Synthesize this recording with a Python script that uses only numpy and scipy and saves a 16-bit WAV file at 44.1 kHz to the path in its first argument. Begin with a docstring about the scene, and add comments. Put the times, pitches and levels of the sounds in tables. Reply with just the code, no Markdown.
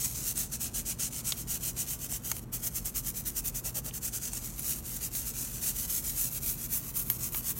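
"""A room with ventilation humming behind; close to a mono microphone, a toothbrush scrubs a metal plate.
The plate is tarnished and held down on a towel. In each stroke the bristles speed up, flick over the
rough metal in thousands of tiny slips that merge into a bright hiss, and slow for the turn.
Now and then the plastic head knocks or flicking bristles tick on the plate, which rings briefly."""
import sys
import numpy as np
from scipy import signal
from scipy.fft import rfft, irfft
from scipy.io import wavfile
from scipy.ndimage import uniform_filter1d, map_coordinates

SR = 44100
rng = np.random.default_rng(int(sys.argv[2]) if len(sys.argv) > 2 else 0)


def file_out(sig):
    """Save sig as 16-bit WAV at sys.argv[1]."""
    # one column per channel
    cols = np.atleast_2d(sig).T
    # limit, then scale
    lim = np.clip(cols, -1, 1)
    pcm = np.round(lim * 32767).astype(np.int16)
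    wavfile.write(sys.argv[1], SR, pcm)


N = 334710
TIME = np.arange(N) / SR

# fizz above about 10 kHz, rising as the brush works toward the far end: time_s, fizz_db
BRIGHTNESS = [(.15, 3), (.45, 1), (1.02, -0.5), (1.28, -1), (1.4, 4), (2.1, 3), (2.3, 5.5), (3.7, 5),
              (4.25, 0), (4.65, 6), (5.5, 2.5), (6, 6.5), (6.98, 9), (7.1, 15.5), (7.24, 4), (7.36, 13.5),
              (7.48, 4), (7.59, 16)]


def undb(db):
    """Decibels to gain."""
    return 10 ** (np.asarray(db) / 20)


def unit(x):
    """Scale to an rms of 1."""
    return x / np.sqrt(np.mean(x ** 2))


def curve(points, t):
    """Read an envelope of (time_s, value) points at the time t."""
    return np.interp(t, *np.transpose(points))


def gate(start_s, end_s, fade_s):
    """Open from start to end, with a linear fade centred on each."""
    return np.clip(np.minimum(TIME - start_s, end_s - TIME) / fade_s + .5, 0, 1)


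def wander(rate_hz):
    """Smooth random modulation with an rms of 1."""
    hold = max(int(SR / rate_hz), 1)
    steps = np.repeat(rng.standard_normal(N // hold + 1), hold)[:N]
    return unit(uniform_filter1d(uniform_filter1d(steps, hold), hold))


def colour(x, points):
    """Equalise a sound along (frequency_hz, gain_db) points."""
    hz, db = np.transpose(points)
    bins = np.maximum(np.fft.rfftfreq(N, 1 / SR), 1)
    return irfft(rfft(x) * undb(np.interp(np.log(bins), np.log(hz), db)), N)


def resonate(x, hz, width_hz):
    """One resonance, gain 1 at its centre."""
    return signal.lfilter(*signal.iirpeak(hz, hz / width_hz, fs=SR), x)


def registers(x, body_hz=5000, edge_hz=10200):
    """Split a sound into body, middle and edge, which add up to the whole."""
    body = signal.sosfiltfilt(signal.butter(6, body_hz, fs=SR, output="sos"), x)
    below_edge = signal.sosfiltfilt(signal.butter(4, edge_hz, fs=SR, output="sos"), x)
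    return body, below_edge - body, x - below_edge


def ventilation(rumble_db=-45, hum_trim_db=-1, waver_db=2):
    """Room tone: a low rumble of air under the wavering hum of motor and mains."""
    # spectrum of the rumble: frequency_hz, gain_db
    rumble_spectrum = [(22, -35), (31, -25), (40, -1), (52, -6), (68, -7.5), (105, -15.5), (135, -8.5),
                       (200, -15.5), (300, -19), (400, -23.5), (700, -31), (1200, -33.5), (3000, -49.5),
                       (15000, -73)]
    # motor and mains tones: pitch_hz, level_db
    hum_tones = [(41.5, -60), (119.8, -51), (221, -59), (237, -59.5)]
    rumble = unit(colour(rng.standard_normal(N), rumble_spectrum)) * undb(rumble_db)
    hum = np.zeros(N)
    for hz, db in hum_tones:
        amplitude = np.sqrt(2) * undb(db + hum_trim_db + waver_db * wander(4))
        hum += amplitude * np.sin(2 * np.pi * hz * TIME + .5 * wander(3.04))
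    return rumble + hum


def knocks_and_ticks(ring_db=-3, edge_db=-4, low_cut_hz=640, attack_s=.005):
    """Knocks of the head and small ticks of flicking bristles; the harder, the more the plate rings."""
    # knocks and ticks on the plate: start_s, level_db, contact_hz, contact_width_hz, contact_db, t60_s
    impacts = [(0.378, -28.5, 8900, 2500, 10, .005), (1.3216, -26, 3500, 2000, -1.5, .022),
               (2.1243, -32.5, 8000, 3000, 4, .009), (2.3157, -24.5, 880, 500, -12, 0.017),
               (2.367, -38, 9080, 3500, 1, .005), (2.3942, -40, 9800, 3500, 5, .004),
               (2.857, -32.5, 9800, 3500, 6.5, .011), (3.91, -47, 2950, 900, 10, .008),
               (4.3335, -32.5, 8200, 3500, 3, 0.011), (4.594, -32, 11300, 2000, 9, 0.014),
               (5.151, -39, 4770, 3000, -6, 0.013), (7.1001, -19.5, 11700, 400, 6, 0.023),
               (7.112, -30.5, 13200, 3000, 13, .004), (7.1172, -31.5, 13000, 3000, 20, .005),
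               (7.346, -32, 1790, 3400, 3.5, 0.02)]
    # modes of the plate, damped by hand and towel: pitch_hz, level_db, t60_s
    plate_modes = [(790, -1, 0.026), (1135, -14, 0.1), (2185, 4, 0.048), (4800, -18, .024),
                   (6440, 20, 0.021), (8540, 8, 0.036), (9660, 3, .028), (12100, -3, .03)]
    out = np.zeros(N + SR)
    t = np.arange(SR // 8) / SR
    low_cut = signal.butter(4, low_cut_hz, "high", fs=SR, output="sos")
    hardest_db = max(row[1] for row in impacts)
    for start, db, hz, width_hz, contact_db, t60 in impacts:
        burst = signal.sosfilt(low_cut, rng.standard_normal(len(t)) * undb(-60 * t / t60))
        contact = resonate(resonate(burst, hz, width_hz), hz, width_hz)  # colour of the point of contact
        ring = sum(undb(mode_db - 60 * t / mode_t60) * np.sin(2 * np.pi * (mode_hz * t + rng.random()))
                   for mode_hz, mode_db, mode_t60 in plate_modes)
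        ring_gain = undb(ring_db + (db - hardest_db) / 2)
        body, middle, edge = registers(unit(burst) + ring_gain * unit(ring))
        edge_gain = undb(edge_db + curve(BRIGHTNESS, start))
        impact = body + middle + edge_gain * edge + undb(contact_db) * unit(contact)
        attack_rms = np.sqrt(np.mean(impact[t < attack_s] ** 2))
        out[int(start * SR):][:len(t)] += impact / attack_rms * undb(db)
    return out[:N]


def plate_spots(friction, fade_s=.037):
    """Each resonance swells while the brush works over its stretch of the plate."""
    # resonances the brush wakes: start_s, end_s, centre_hz, width_hz, level_db
    spots = [(0, 1.9, 4100, 1000, -20), (0.448, 1.3, 9600, 1400, -11), (0.598, 2.45, 3020, 555.6, -20),
             (0.3, 2.9, 730, 200, -31), (3.64, 3.92, 570, 400, -18), (4.4, 6.6, 4070, 1080, -24),
             (4.502, 6.6, 11100, 1400, -13), (6.75, 7.8, 1115, 219.8, -27)]
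    out = np.zeros(N)
    for start, end, hz, width_hz, db in spots:
        band = resonate(resonate(friction, hz, width_hz), hz, width_hz)
        out += unit(band) * gate(start, end, fade_s) * undb(db)
    return out


def edge_reflections(x, lag_s=.0007, drift=.182, strength=.19, count=4):
    """Waves return from the plate's edges; their paths change as the brush travels, so they shimmer."""
    out = x
    for k in range(count):
        lag = lag_s * (1 + k * k / 2) * (1 + drift * wander(5) / (1 + k)) * SR
        out = out + strength * rng.choice([-1, 1]) * map_coordinates(x, [np.arange(N) - lag], order=3)
    return out


def bristle_slips(per_second, spread_db=2.5):
    """Bristles let go in tiny random clicks of constant mean power; a few are far larger than the rest."""
    happens = rng.random(N) < per_second / SR
    size = undb(spread_db * np.minimum(rng.exponential(size=N), 2 * np.pi))
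    return unit(happens * size * rng.choice([-1, 1], N) / np.sqrt(per_second))


def hand_motion(sharpness=1.52, pull_fizz_db=.5, lift_s=(2.445, 2.516), lift_db=-15):
    """Level, swell and fizz of the scrubbing: every stroke is an arch over the drag of the bristles."""
    # strokes, push and pull in turn: start_s, speed_up_s, slow_down_s, peak_db
    strokes = [(-0.047, 0.084, 0.075, -32), (0.134, 0.028, 0.07, -37.5), (0.207, 0.084, 0.048, -31.5),
               (0.341, 0.051, 0.083, -31.5), (0.509, 0.028, 0.046, -35), (0.589, 0.045, 0.073, -32.5),
               (0.731, 0.036, 0.069, -32.0), (0.842, 0.049, 0.066, -34), (0.977, 0.054, 0.074, -31.5),
               (1.096, 0.073, 0.062, -37.5), (1.227, 0.067, 0.065, -33), (1.334, 0.077, 0.034, -38.0),
               (1.458, 0.076, 0.059, -31), (1.588, 0.084, 0.053, -32), (1.747, 0.052, 0.064, -33.0),
               (1.848, 0.061, 0.072, -35.0), (1.974, 0.069, 0.041, -36.0), (2.08, 0.06, 0.055, -34.0),
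               (2.224, 0.051, 0.088, -34.5), (2.321, 0.057, 0.026, -40.5), (2.516, 0.026, 0.05, -33),
               (2.603, 0.06, 0.038, -32.5), (2.731, 0.034, 0.049, -32), (2.839, 0.031, 0.049, -33.5),
               (2.941, 0.028, 0.058, -31), (3.036, 0.048, 0.038, -34.5), (3.132, 0.05, 0.045, -34),
               (3.244, 0.031, 0.04, -31), (3.339, 0.045, 0.036, -31.5), (3.433, 0.036, 0.047, -32.5),
               (3.534, 0.036, 0.048, -34.5), (3.632, 0.031, 0.059, -33), (3.737, 0.031, 0.047, -32),
               (3.832, 0.043, 0.034, -34.5), (3.924, 0.045, 0.029, -34.5), (4.006, 0.05, 0.052, -33.0),
               (4.114, 0.048, 0.034, -33), (4.201, 0.057, 0.051, -33.5), (4.309, 0.049, 0.056, -37.0),
               (4.391, 0.063, 0.045, -37.5), (4.544, 0.082, 0.068, -38.5), (4.61, 0.1, 0.045, -30),
               (4.721, 0.052, 0.055, -39), (4.806, 0.15, 0.047, -35.5), (4.975, 0.083, 0.041, -34),
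               (5.095, 0.088, 0.082, -33.0), (5.231, 0.065, 0.028, -33.5), (5.325, 0.066, 0.14, -35),
               (5.489, 0.068, 0.061, -41.5), (5.578, 0.1, 0.065, -30), (5.711, 0.12, 0.051, -33),
               (5.858, 0.098, 0.07, -28), (5.999, 0.083, 0.074, -33.5), (6.118, 0.12, 0.066, -28.5),
               (6.276, 0.09, 0.039, -34.5), (6.391, 0.092, 0.094, -29.5), (6.538, 0.11, 0.037, -35.5),
               (6.668, 0.087, 0.06, -29.5), (6.773, 0.12, 0.033, -38), (6.926, 0.062, 0.063, -29),
               (7.007, 0.12, 0.062, -34.5), (7.173, 0.069, 0.072, -33.0), (7.296, 0.08, 0.046, -31.5),
               (7.417, 0.085, 0.037, -30.5), (7.545, 0.053, 0.054, -34)]
    # bristles that stay down and drag through the turns: time_s, level_db
    drag = [(0.0, -42.5), (0.22, -40), (0.5, -52), (1.0, -56.5), (1.35, -55), (1.46, -53.5), (1.86, -51),
            (2.2, -54), (2.7, -47.5), (2.93, -52), (3.05, -48), (3.9, -55.5), (4.5, -44.5), (4.83, -60),
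            (5.5, -44), (6.15, -49), (6.4, -56), (7.59, -43)]
    power = undb(curve(drag, TIME)) ** 2
    swell, pull = np.zeros(N), np.zeros(N)
    for k, (start, rise, fall, db) in enumerate(strokes):
        span = slice(*np.searchsorted(TIME, [start, start + rise + fall]))
        speed = np.interp(TIME[span] - start, [0, rise, rise + fall], [0, 1, 0])
        arch = np.sin(speed * np.pi / 2) ** sharpness
        power[span] += (undb(db) * arch) ** 2
        swell[span] = np.maximum(swell[span], arch)
        pull[span] += arch if k % 2 else -arch  # a pull is brighter, a push duller
    lifted = gate(*lift_s, fade_s=.01)  # the brush leaves the plate once
    level_db = 10 * np.log10(power) + lift_db * lifted
    fizz_db = curve(BRIGHTNESS, TIME) + pull_fizz_db * pull
    return level_db, swell, fizz_db


def scrubbing(slow_slips_per_s=4500, fast_slips_per_s=17000, tuft_db=1.13, catch_db=.94, flutter_db=.77,
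              rasp_db=-15.1, middle_db=.9, edge_db=.7, firm_stroke_db=-33.5, bite_db=1.0):
    """Faster bristles slip more densely; whole tufts catch and let go, which roughens the hiss."""
    # spectrum of one bristle slip: frequency_hz, gain_db
    slip_spectrum = [(350, -18.5), (600, -14), (730, -11), (860, -21.5), (1360, -11.5), (1750, -14),
                     (2500, -9.5), (3650, -12.5), (4300, -10.5), (4900, -9.5), (6200, -0.5), (9300, -2),
                     (12000, -2.3), (14500, -3.6), (15800, -5.2)]
    level_db, swell, fizz_db = hand_motion()
    slip_rate = slow_slips_per_s + (fast_slips_per_s - slow_slips_per_s) * swell
    tufts = undb(tuft_db * wander(420) + catch_db * wander(70))
    friction = unit(edge_reflections(bristle_slips(slip_rate) * tufts))
    bands = registers(colour(friction, slip_spectrum))
    # each register also flutters by itself as different tufts take the load
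    body, middle, edge = (unit(band * undb(flutter_db * wander(45))) for band in bands)
    hiss = undb(middle_db) * middle + undb(edge_db + fizz_db) * edge
    hiss /= np.sqrt(1 + undb(2 * fizz_db))  # fizz tilts the hiss without making it louder
    # slow, light bristles sound duller, most of all as they bite at half speed
    dull_db = .24 * (firm_stroke_db - level_db) - .35 * fizz_db + bite_db * np.sin(np.pi * swell)
    rasp = body * undb(rasp_db + dull_db)
    resonances = plate_spots(bristle_slips(slip_rate) * tufts)
    return (hiss + rasp + resonances) * undb(level_db)


def scene():
    """Brush, plate and room reach one microphone, the same in both channels."""
    mono = scrubbing() + knocks_and_ticks() + ventilation()
    return np.array([mono, mono])


def record(dry, notch_hz=10430, notch_width_hz=550, notch_depth=.54, top_hz=15900):
    """The microphone port has a narrow dip in the treble; a steep low-pass cuts the top."""
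    notched = dry - notch_depth * resonate(dry, notch_hz, notch_width_hz)
    return signal.sosfilt(signal.ellip(12, .2, 75, top_hz, fs=SR, output="sos"), notched)


dry = scene()
out = record(dry)
file_out(out)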